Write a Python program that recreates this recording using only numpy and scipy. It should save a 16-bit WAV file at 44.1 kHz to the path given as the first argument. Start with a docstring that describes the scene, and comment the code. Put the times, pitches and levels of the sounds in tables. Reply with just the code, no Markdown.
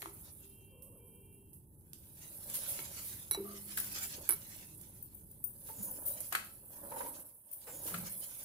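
"""Low notes and snaps open the scene at a glass bowl of slurry, over a low rumble; far off a horn and a moan sound.
A steel spoon lifts wet chalk sticks, tips them back, knocks the glass and is laid down with a rattle of ringing modes.
Then dry chalk is handled beside the bowl: ringing ticks, scrapes of grainy noise, a double knock,
and something dragged over the table in bursts of resonant noise. A fine background hiss swells with the handling."""
import sys
import numpy as np
from scipy import signal
from scipy.fft import rfft, irfft
from scipy.io import wavfile
from scipy.ndimage import uniform_filter1d

SR = 44100
rng = np.random.default_rng(int(sys.argv[2]) if len(sys.argv) > 2 else 0)


def master_out(mix):
    """Clip the mix to full scale and print it as 16-bit PCM to the path in sys.argv[1]."""
    frames = np.transpose(np.atleast_2d(mix))
    ceiling = np.clip(frames, -1, 1)
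    pcm = np.round(ceiling * 32767).astype(np.int16)
    wavfile.write(sys.argv[1], SR, pcm)


N = 372512

# Left-right levels are positive towards the left. Spectra are relative; each noise is scaled to an rms of 1.

# spoon against glass: (time [s], level [dB], relative bowl ring [dB], relative handle ring [dB], left-right [dB])
CLINKS = [(3.311, -19, -11, -21, -7), (3.317, -29, -5, -18, -7), (3.324, -36, -6, -7, -6),
          (3.331, -31, -5, -14, -6), (3.336, -36, -6, -2, -6), (3.3465, -29, -4, -7, -5),
          (3.774, -32, -2, -22, -4), (4.2905, -15.5, -6, -45, -9), (4.3065, -19, -6, -42, -8),
          (4.315, -26, -5, -36, -6), (4.323, -23, -6, -36, -5), (4.3312, -27, -5, -34, -4),
          (4.336, -25, -7, -34, -3)]
# crack of steel on glass, spectrum: (frequency [Hz], density [dB per Hz])
CRACK_SPECTRUM = [(200, -17), (1200, 3.5), (3000, -10), (5500, -4), (8500, -23), (10000, 21.5),
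                  (12000, 13.5), (13200, 5), (15500, -14)]
# modes of the spoon's head: (frequency [Hz], level [dB], unchoked decay t60 [s])
SPOON_MODES = [(4694, -26, .1), (5600, -21, .1), (7720, -16, .12), (9540, -2, .09), (10100, 0, .08),
               (10770, -1, .08), (11560, -5, .06), (11930, -3, .08), (12100, -3, .08), (13720, -9, .09),
               (15300, -6, .1)]
# modes of the glass bowl: (frequency [Hz], level [dB], unchoked decay t60 [s])
BOWL_MODES = [(334, -13, .14), (408, -14, .16), (922, -12, .14), (1335, -13, .09), (2238, -8, .14),
              (2853, -21, .1)]
# modes of the spoon's handle: (frequency [Hz], level [dB], decay t60 [s])
HANDLE_MODES = [(3939, 0, .09), (4230, -3, .015), (5808, -8, .05), (7720, -13, .06)]
HEAD_DAMPED_S, BOWL_DAMPED_S = .024, .038  # time until the ring is choked

# chalk sticks touching: (time [s], level [dB], time until the ring is damped [s], left-right [dB])
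TICKS = [(3.8005, -27, .008, 5), (3.842, -32, .007, 5), (5.026, -36, .007, 7), (5.147, -42, .015, 4),
         (5.312, -42, .012, 4), (5.4405, -27, .045, 8), (5.827, -33.5, .012, 4), (5.9105, -35, .02, 8),
         (6.0635, -29.5, .01, 8), (6.0805, -29, .015, 7), (6.121, -35, .007, 6), (7.514, -38, .012, 10),
         (7.5315, -39, .015, 4)]
# modes of a chalk stick: (frequency [Hz], level [dB], undamped decay t60 [s])
CHALK_MODES = [(9060, -14, .09), (9420, -11, .1), (12100, -18, .1), (14550, 0, .1), (14700, -5, .06),
               (15100, -8, .04)]
# sharp snaps and pops, some of them the bright edge of a knock:
# (time [s], snap level [dB], snap t60 [s], fizz level [dB], fizz t60 [s], left-right [dB])
POPS = [(0.0182, -43, 0.033, -49, 0.14, -3), (0.822, -50.5, 0.014, -52, 0.24, -8),
        (1.531, -57, 0.029, -54, 0.21, -6.5), (1.9328, -30, 0.0066, -68, .03, -6),
        (2.4986, -34, 0.023, -44, .04, -3), (4.8123, -46, 0.024, -53, 0.15, -7),
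        (6.204, -36.5, 0.023, -36, 0.075, -5), (6.3254, -25.5, 0.017, -42, 0.026, 2.5),
        (6.3508, -28, 0.027, -37, 0.031, 2.5)]
# snap of a pop, spectrum: (frequency [Hz], density [dB per Hz])
SNAP_SPECTRUM = [(500, -9.5), (2500, -13), (5000, -4), (7500, 2), (10500, 7), (13500, 6.5), (15500, -9)]
# gritty strokes: (time [s], length scale [s], level [dB], share of dry chalk [0-1], left-right [dB])
SCRAPES = [(2.537, 0.034, -33, 0, -2), (2.685, 0.029, -35, 0.6, -2), (3.039, 0.1, -44, 0.15, -4),
           (3.77, 0.023, -30, 0, -1), (4.023, 0.038, -39, 0.4, -1.5), (5.669, 0.063, -48, 0.5, -3),
           (5.824, 0.039, -38, 0.99, -1), (6.05, 0.066, -36, 0.97, 1.5), (7.526, 0.019, -40.5, 1, 2),
           (7.858, 0.044, -38, 0.3, -3)]
# wet grit, spectrum: (frequency [Hz], density [dB per Hz])
WET_GRIT_SPECTRUM = [(400, -5.5), (2500, -1), (7500, 2.5), (10300, 13), (12000, 14.5), (13500, 9),
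                     (15500, 8)]
# dry grit, spectrum: (frequency [Hz], density [dB per Hz])
DRY_GRIT_SPECTRUM = [(2000, -35), (7500, -13), (9300, 3), (10200, 11), (11200, -19), (12700, 3),
                     (14500, 13), (15500, -7)]

# dull knocks in the bowl:
# (time [s], level [dB], t60 [s], factor on the knock's pitch, relative ring [dB], left-right [dB])
BOWL_KNOCKS = [(0.0198, -31, .011, 1.4, -26, -2), (0.0265, -35, .014, .85, -21, -1),
               (0.058, -38, .014, .8, -20, 1), (2.79, -36, .016, 1.5, -5, -2),
               (3.313, -40, .03, 1, -5, 0.5), (3.348, -36, .025, .65, -7, -4),
               (3.774, -36, .04, 1.1, -14, 2.5), (4.29, -41, .1, 1, -8, 1)]
# knocks on the table:
# (time [s], level [dB], t60 [s], factor on the knock's pitch, relative ring [dB], left-right [dB])
TABLE_KNOCKS = [(6.3239, -30, .02, .65, -15, 2), (6.326, -37, .11, 1.1, -18, 2),
                (6.3503, -22.5, .04, 1, -13.5, 2.5), (7.881, -40, .02, .45, -24, 0),
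                (7.9412, -33.5, .05, .97, -13, 3)]
# wooden knock at a pitch factor of 1, spectrum: (frequency [Hz], density [dB per Hz])
WOOD_SPECTRUM = [(120, -23), (400, -7.5), (800, -6), (1350, 11.5), (2400, 0.5), (3400, -6), (4500, -4),
                 (5800, -28), (8000, -8), (15000, -50)]
# modes of the tabletop: (frequency [Hz], level [dB], unchoked decay t60 [s])
TABLETOP_MODES = [(1098, -7, .11), (1330, 0, .13), (1640, -10, .06), (2220, -12, .07), (2548, -6, .07)]
# low notes of bowl and table as they rock and settle: (time [s], level [dB], frequency [Hz], t60 [s])
THUDS = [(0.03, -53.5, 396, 0.43), (0.058, -49.5, 333, 0.27), (3.374, -32, 394, 0.16),
         (3.38, -42, 337, 0.19), (3.402, -37, 408.6, 0.14), (3.38, -50, 203.8, 2),
         (4.182, -37.5, 390, 0.028), (7.943, -37, 175, 0.073), (7.97, -42, 210, .06),
         (8.008, -40, 150, 0.094)]

# judders, washes and low bumps of handling:
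# (time [s], length scale [s], level [dB], factor on the judder's pitch)
JUDDERS = [(3.443, 0.097, -55, 1.27), (5.686, 0.017, -44.5, 0.93), (5.78, 0.045, -49.5, 0.22),
           (6.916, 0.018, -40.5, 0.99), (6.96, 0.019, -39, 0.94), (7.004, 0.018, -35, 1),
           (7.059, 0.018, -42.5, 0.99), (7.726, 0.03, -49, 0.574), (7.855, 0.015, -48.5, 0.57),
           (7.88, 0.23, -53, 0.19), (7.882, 0.014, -54, 0.97)]
# judder at a pitch factor of 1, spectrum: (frequency [Hz], density [dB per Hz])
JUDDER_SPECTRUM = [(150, -34), (380, -16), (530, 7.5), (740, -18), (870, 6), (960, 13.5), (1100, -8.5),
                   (1700, -10), (3500, -26.5)]
# soft, broad scrapes: (time [s], length scale [s], level [dB])
RUBS = [(7.667, 0.041, -50), (7.897, 0.052, -51)]
# soft scrape, spectrum: (frequency [Hz], density [dB per Hz])
RUB_SPECTRUM = [(150, -13), (520, 8), (900, 0.5), (2700, -4), (3600, -14)]

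# vigour of the handling: (time [s], vigour [dB])
VIGOUR = [(0.0, -57.5), (0.46, -60.5), (0.69, -68.5), (1.12, -65.5), (1.72, -72), (2.18, -58.5),
          (2.71, -45.5), (2.86, -51), (3.09, -52), (3.26, -56.5), (3.69, -53.5), (3.99, -47.5),
          (4.15, -52.5), (4.81, -59.5), (5.3, -63.5), (5.42, -61.5), (5.79, -53), (6.28, -50), (6.38, -54),
          (6.61, -59.5), (7.05, -49), (7.42, -63), (7.86, -47.5), (8.45, -51)]
BRISK_DB = -50  # vigour of brisk handling
# each layer's level in brisk handling [dB], and the dB it gains for every dB of vigour
HISS_DB, HISS_GROWTH = -46.5, 1.05
SMEAR_DB, SMEAR_GROWTH = -50.5, 1.6
SLOSH_DB, SLOSH_GROWTH = -65, 0.86
# fine background hiss, spectrum: (frequency [Hz], density [dB per Hz])
HISS_SPECTRUM = [(5400, -65), (7700, -17), (9000, -8.5), (10400, -2), (11800, -1.5), (13300, -5),
                 (15300, -4.5), (15900, -25)]
# hiss, left over right before its overall pan: (frequency [Hz], level difference [dB])
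HISS_BALANCE = [(7000, -7.5), (10500, -8), (12000, -1.5), (14500, 3.5)]
# wet smear, spectrum: (frequency [Hz], density [dB per Hz])
SMEAR_SPECTRUM = [(500, -6.5), (1300, 1.5), (2200, 2), (5000, 3), (7500, 6.5), (10000, -15.5),
                  (15000, -7.5)]
# wetness of the work, as a gain on the smear: (time [s], level [dB])
WETNESS = [(.35, -0.5), (1.1, -11.5), (1.85, -3), (4.55, 0.5), (5.6, -8.5)]
# dragging coloured by the table, spectrum: (frequency [Hz], density [dB per Hz])
TABLE_SPECTRUM = [(120, -2.5), (280, 5.5), (430, -1.5), (560, 11.5), (720, -1.5), (930, 5), (1200, -6.5),
                  (1700, -7), (3000, -60)]
# single pushes of slurry or drags over the table: (start [s], length [s], level [dB])
DRAGS = [(2.197, 1, -70), (3.296, 0.2, -81), (4.099, 0.22, -61), (5.517, 0.94, -61.5), (6.548, 0.84, -54.5),
         (7.475, 0.8, -64)]
DRAG_ARCH = 3  # exponent that sharpens the middle of a drag

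# far horn's harmonics: (time [s], levels of harmonics 1, 6, 7 and 8 [dB])
HORN_LEVELS = [(0.43, -68, -91, -76.5, -79), (0.72, -69.5, -83, -71.5, -74), (0.93, -74, -94, -78, -88),
               (1.02, -72, -81, -81, -77), (1.31, -67, -81, -72.5, -82), (1.52, -71.5, -108, -84, -87),
               (1.66, -87, -115, -105, -108)]
# limits of the horn's note: (start [s], end [s])
HORN_SPAN_S = (.385, 1.68)
HORN_HZ = 393
# faint falling moan far off
MOAN_START_S, MOAN_LENGTH_S, MOAN_ATTACK_S, MOAN_RELEASE_S = .69, 0.77, 0.051, 0.45
MOAN_HZ, MOAN_FALL_HZ, MOAN_DB = 532, 143, -64.5
# faint gliding whistles: (time [s], length [s], start frequency [Hz], end frequency [Hz], level [dB])
WHISTLES = [(5.719, 0.21, 7300, 6420, -55), (7.654, 0.18, 7600, 6540, -54.5)]
# low rumble of room and table: (time [s], level before a fixed lift of RUMBLE_LIFT_DB [dB])
RUMBLE_LEVEL = [(0.0, -61), (2.3, -62), (2.9, -59), (5.0, -60), (6.9, -64.5), (7.5, -77.5), (7.75, -64),
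                (7.98, -58.5), (8.3, -67.5)]
RUMBLE_LIFT_DB = 1.0
# rumble, spectrum: (frequency [Hz], density [dB per Hz])
RUMBLE_SPECTRUM = [(12, -87.5),  (20, -12), (92, -0.5), (205, -6.5), (248, -13.5), (310, -11), (357, -13),
                   (440, -18), (614, -42), (900, -25.5), (1170, -66), (1980, -120)]
# decay of the room: (frequency [Hz], t60 [s])
ROOM_T60 = [(200, 0.63), (1500, 0.29), (5000, 0.41), (14000, 0.18)]
# likeness of the left and right noise: (frequency [Hz], correlation [0-1])
LIKENESS = [(60, 0.91), (300, 0.89), (700, 0.68), (2000, 0.32), (5000, 0.023), (12000, 0.074)]
EDGE_HZ = 15800  # upper band limit of the recorder


def spoon():
    """Impact excitation: each contact cracks and rings head, handle and bowl; slurry chokes head and bowl."""
    out = handle()
    for s, db, bowl_db, _, pan_db in CLINKS:
        sound = gain_of(0.3) * burst(CRACK_SPECTRUM, t60=0.012)
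        sound += gain_of(-13.3) * ring(SPOON_MODES, HEAD_DAMPED_S)
        sound += gain_of(bowl_db - 13.5) * ring(BOWL_MODES, BOWL_DAMPED_S)
        add(out, s, gain_of(db) * placed(sound, pan_db))
    return out


def handle():
    """Energy storage: every contact feeds the handle's modes, which sing on between contacts."""
    t, energy, out = np.arange(N) / SR, np.zeros(N), np.zeros((2, N))
    for s, db, _, handle_db, _ in CLINKS:
        energy[round(s * SR)] = gain_of(db + handle_db) ** 2
    for hz, db, t60 in HANDLE_MODES:
        # energy decays at twice the rate of amplitude
        kept = np.exp(-2 * np.log(1000) / (t60 * SR))
        stored = signal.lfilter([1], [1, -kept], energy + 1e-20)
        amplitude = uniform_filter1d(np.sqrt(stored), size=48)
        phase = rng.uniform(0, 1.4, (2, 1))
        out += gain_of(db) * amplitude * np.sin(2 * np.pi * hz * t + phase)
    return out


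def chalk_ticks():
    """Modes of small stiff bodies: hard chalk sticks tick against each other, and their ring is soon damped."""
    out = np.zeros((2, N))
    for s, db, damped_s, pan_db in TICKS:
        tick = gain_of(-3) * ring(CHALK_MODES, damped_s) + gain_of(-6) * burst(DRY_GRIT_SPECTRUM, t60=.018)
        add(out, s, gain_of(db) * placed(tick, pan_db))
    return out


def pops():
    """Transients: sharp snaps and pops, some of them the bright edge of a knock, leave a short fizz."""
    out = np.zeros((2, N))
    for s, snap_db, snap_s, fizz_db, fizz_s, pan_db in POPS:
        snap = gain_of(snap_db) * burst(SNAP_SPECTRUM, t60=snap_s)
        fizz = gain_of(fizz_db) * burst(HISS_SPECTRUM, t60=fizz_s)
        add(out, s, placed(snap + fizz, pan_db))
    return out


def scrapes():
    """Friction noise: a stroke over grit is a dense run of uneven grains; dry sticks sound thinner and higher."""
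    out = np.zeros((2, N))
    for s, length, db, share, pan_db in SCRAPES:
        wet = noise_pair(WET_GRIT_SPECTRUM, size=SR // 2, grain_db=3.2)
        dry = noise_pair(DRY_GRIT_SPECTRUM, size=SR // 2, grain_db=2.5)
        share = np.clip(share, 0, 1)
        grit = np.sqrt(1 - share) * wet + np.sqrt(share) * dry
        add(out, s, gain_of(db) * placed(stroke(length) * grit, pan_db))
    return out


def knocks():
    """Struck bodies: a noisy blow rings the bowl or table; low damped notes follow the rocking and settling."""
    out, t = np.zeros((2, N)), np.arange(SR) / SR
    for blows, modes in ((BOWL_KNOCKS, BOWL_MODES), (TABLE_KNOCKS, TABLETOP_MODES)):
        for s, db, t60, pitch, ring_db, pan_db in blows:
            blow = burst(shifted(WOOD_SPECTRUM, pitch), t60)
            add(out, s, gain_of(db) * placed(blow + gain_of(ring_db) * ring(modes), pan_db))
    for s, db, hz, t60 in THUDS:
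        envelope = decay(t, t60) * (1 - np.exp(-t / 0.0032))
        note = gain_of(db) * np.sin(2 * np.pi * hz * t) * envelope
        add(out, s, np.array([note, note]))
    return out


def judders():
    """Resonant noise: judders, washes and low bumps share two broad peaks; soft rubs are wide and grainy."""
    out = np.zeros((2, N))
    for s, length, db in RUBS:
        add(out, s, gain_of(db) * stroke(length) * noise_pair(RUB_SPECTRUM, size=SR // 2, grain_db=4.5))
    for s, length, db, pitch in JUDDERS:
        noise = noise_pair(shifted(JUDDER_SPECTRUM, pitch), size=SR // 2)
        add(out, s, gain_of(db) * placed(stroke(length) * noise, pan_db=0.0))
    return out


def rustle():
    """Noise follows activity: fine background hiss, wet smear and table-coloured drag swell with the handling."""
    vigour_db = curve(VIGOUR) - BRISK_DB

    hiss = patchy(noise_pair(HISS_SPECTRUM, grain_db=3.0), depth_db=3.0)
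    hiss = hiss * flutter(rate_hz=34, depth_db=1.5)
    hiss = leaning(hiss, HISS_BALANCE) * gain_of(HISS_DB + HISS_GROWTH * vigour_db)

    smear = patchy(noise_pair(SMEAR_SPECTRUM, grain_db=2.5), depth_db=3.6)
    smear = smear * gain_of(SMEAR_DB + SMEAR_GROWTH * vigour_db + curve(WETNESS))
    smear = smear * flutter(rate_hz=12.4, depth_db=3.5)

    push = gain_of(SLOSH_DB + SLOSH_GROWTH * vigour_db)
    push = push + sum(gain_of(db) * swell(s, length) for s, length, db in DRAGS)
    drag = push * patchy(noise_pair(TABLE_SPECTRUM, grain_db=5), depth_db=2.2)
    drag = drag * flutter(rate_hz=40, depth_db=1.5)
    return placed(hiss, pan_db=-1.0) + placed(smear, pan_db=-1) + placed(drag, pan_db=-2.0)


def horn():
    """Harmonic series: a far horn holds one wavering pitch while its harmonics fade in and out."""
    angle = 2 * np.pi * np.cumsum(HORN_HZ * flutter(rate_hz=70, depth_db=0.045)) / SR
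    rows, (start, end) = np.array(HORN_LEVELS), HORN_SPAN_S
    note = np.zeros(N)
    for column, harmonic in enumerate((1, 6, 7, 8), 1):
        level = gain_of(curve(rows[:, [0, column]])) * flutter(rate_hz=20, depth_db=2)
        note += level * np.sin(harmonic * angle)
    return note * held(start, end - start, attack=.04, release=.02)


def moan():
    """Frequency modulation: random pitch wavering roughens a far note that falls ever faster as it fades."""
    u = np.clip((np.arange(N) / SR - MOAN_START_S) / MOAN_LENGTH_S, 0, 1)
    hz = (MOAN_HZ - MOAN_FALL_HZ * u ** 2) * flutter(rate_hz=130, depth_db=0.8)
    angle = 2 * np.pi * np.cumsum(hz) / SR
    note = np.sin(angle) + gain_of(-13.5) * np.sin(2 * angle)
    return gain_of(MOAN_DB) * held(MOAN_START_S, MOAN_LENGTH_S, MOAN_ATTACK_S, MOAN_RELEASE_S) * note


def whistles():
    """Gliding tones: a sine sweeps between two pitches, blurred by random jitter of its frequency."""
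    out = np.zeros((2, N))
    for s, length, start_hz, end_hz, db in WHISTLES:
        u = np.linspace(0, 1, int(length * SR))
        hz = start_hz + (end_hz - start_hz) * u + 1700 * rng.standard_normal(len(u))
        note = gain_of(db) * np.sin(np.pi * u) * np.sin(2 * np.pi * np.cumsum(hz) / SR)
        add(out, s, np.array([note, note]))
    return out


def rumble():
    """Background noise: low coloured noise, fairly steady but for a late dip and swell."""
    return gain_of(curve(RUMBLE_LEVEL) + RUMBLE_LIFT_DB) * noise_pair(RUMBLE_SPECTRUM)


def room(x):
    """Reverberation: the diffuse tail of a small hard room, whose decay time depends on frequency."""
    taps = noise_pair([(20, 0), (20000, 0)], size=SR // 2)
    taps[:, :150] = 0  # gap ahead of the tail
    hz, t, z = signal.stft(taps, SR, nperseg=256)
    fading = z * decay(t, read(ROOM_T60, hz)[:, None])
    tail = signal.istft(fading, SR, nperseg=256)[1]
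    return signal.fftconvolve(x, tail / np.linalg.norm(tail[0]), axes=1)[:, :N]


def ring(modes, damped_s=0.92, spread_db=2):
    """Modal decay: dying sines are choked; level and phase vary with each blow and microphone."""
    t = np.arange(SR // 2) / SR
    out = np.zeros((2, len(t)))
    for hz, db, t60 in modes:
        phase = rng.uniform(0, 2 * np.pi) + min(hz / 2000, 1) * rng.standard_normal((2, 1))
        level = gain_of(db + spread_db * rng.standard_normal((2, 1)))
        out += level * decay(t, t60) * np.sin(2 * np.pi * hz * t + phase)
    return out * (1 - np.exp(-t / 0.00037)) * np.exp(-(t / damped_s) ** 2)


def burst(spectrum, t60):
    """Contact noise: coloured noise with a fast onset and an exponential decay."""
    t = np.arange(SR // 2) / SR
    return noise_pair(spectrum, size=len(t)) * decay(t, t60) * (1 - np.exp(-t / 0.0004))


def decay(t, t60):
    """Exponential damping: the amplitude falls by 60 dB in t60."""
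    return np.exp(-np.log(1000) * t / t60)


def stroke(length):
    """Envelope of a short stroke: a quick rise and a rounded fall."""
    u = np.arange(SR // 2) / SR / length
    return (1 - np.exp(-u / 0.12)) * np.exp(-u ** 2)


def swell(start, length):
    """Envelope of one drag: a symmetrical arch."""
    u = np.clip((np.arange(N) / SR - start) / length, 0, 1)
    return (4 * u * (1 - u)) ** DRAG_ARCH


def held(start, length, attack, release):
    """Envelope of a held note: attack, hold, release."""
    t = np.arange(N) / SR - start
    return np.clip(t / attack, 0, 1) * np.clip((length - t) / release, 0, 1)


def flutter(rate_hz, depth_db):
    """Random modulation: low-passed noise makes a wavering gain with an rms of 1."""
    hz = np.fft.rfftfreq(N, 1 / SR)
    wander = irfft(rfft(rng.standard_normal(N)) / (1 + (hz / rate_hz) ** 2), N)
    return evened(gain_of(depth_db * evened(wander)))


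def patchy(x, depth_db):
    """Band-wise modulation: narrow bands of a noise swell and fade, with neighbours blended."""
    z = signal.stft(x, nperseg=1024)[2]
    patches = uniform_filter1d(rng.standard_normal(z.shape[1:]), size=6, axis=0)
    patches = evened(uniform_filter1d(patches, size=7, axis=1))
    return evened(signal.istft(z * gain_of(depth_db * patches), nperseg=1024)[1][:, :N])


def noise_pair(spectrum, size=N, grain_db=0):
    """Partial coherence: two partly alike noises are made of grains of uneven size."""
    grains = gain_of(grain_db * np.minimum(rng.exponential(1, size), 6))
    a, b = rfft(rng.standard_normal((2, size)) * grains)
    same = np.clip(read(LIKENESS, np.fft.rfftfreq(size, 1 / SR)), 0, 1)
    return coloured(irfft([a, same * a + np.sqrt(1 - same ** 2) * b], size), spectrum)


def coloured(x, spectrum):
    """Spectral shaping: filters noise to a spectrum and an rms of 1."""
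    size = x.shape[-1]
    return evened(irfft(rfft(x) * gain_of(read(spectrum, np.fft.rfftfreq(size, 1 / SR))), size))


def shifted(spectrum, pitch):
    """Frequency scaling: moves a whole spectrum by one factor."""
    return [(hz * pitch, db) for hz, db in spectrum]


def placed(pair, pan_db):
    """Stereo level and time differences: the right channel lags if pan_db exceeds 3, otherwise the left."""
    late = int(pan_db > 3)
    pair = np.array(pair)
    pair[late] = np.pad(pair[late], (11, 0))[:pair.shape[1]]  # 11 samples, 0.25 ms
    return pair * gain_of([[pan_db / 2], [-pan_db / 2]])


def leaning(pair, balance):
    """Frequency-dependent level difference: shares a sound between the microphones."""
    lean_db = read(balance, np.fft.rfftfreq(N, 1 / SR))
    return irfft(rfft(pair) * gain_of([lean_db / 2, -lean_db / 2]), N)


def add(mix, s, sound):
    """Superposition: adds a sound to the mix at time s."""
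    part = mix[:, max(round(s * SR), 0):][:, :sound.shape[1]]
    part += sound[:, :part.shape[1]]


def curve(rows):
    """Linear interpolation: a (time [s], level [dB]) table as dB for every sample."""
    return np.interp(np.arange(N) / SR, *np.transpose(rows))


def read(points, hz):
    """Interpolation of a table on a log-frequency axis."""
    f, value = np.transpose(points)
    return np.interp(np.log(hz + 1), np.log(f + 1), value)


def gain_of(db):
    """Logarithmic level: decibels to an amplitude factor."""
    return 10 ** (np.asarray(db) / 20)


def evened(x):
    """Normalisation to an rms of 1."""
    return x / np.sqrt(np.mean(x ** 2) + 1e-20)


def scene():
    """Direct and reverberant sound: the bowl is close and dry; things beside it carry more of the room."""
    near, sticks, table = spoon(), chalk_ticks() + pops() + scrapes(), knocks() + judders()
    wet = room(gain_of(-19) * near + gain_of(-3.0) * sticks + gain_of(-7.0) * table)
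    background = rumble() + horn() + moan() + whistles()
    return near + sticks + table + wet + rustle() + background


def record(dry):
    """Band limitation: the recorder passes only what lies below EDGE_HZ."""
    lowpass = signal.firwin(401, EDGE_HZ, window=("kaiser", 8), fs=SR)
    return signal.oaconvolve(dry, lowpass[None], "same")


dry = scene()
out = record(dry)
master_out(out)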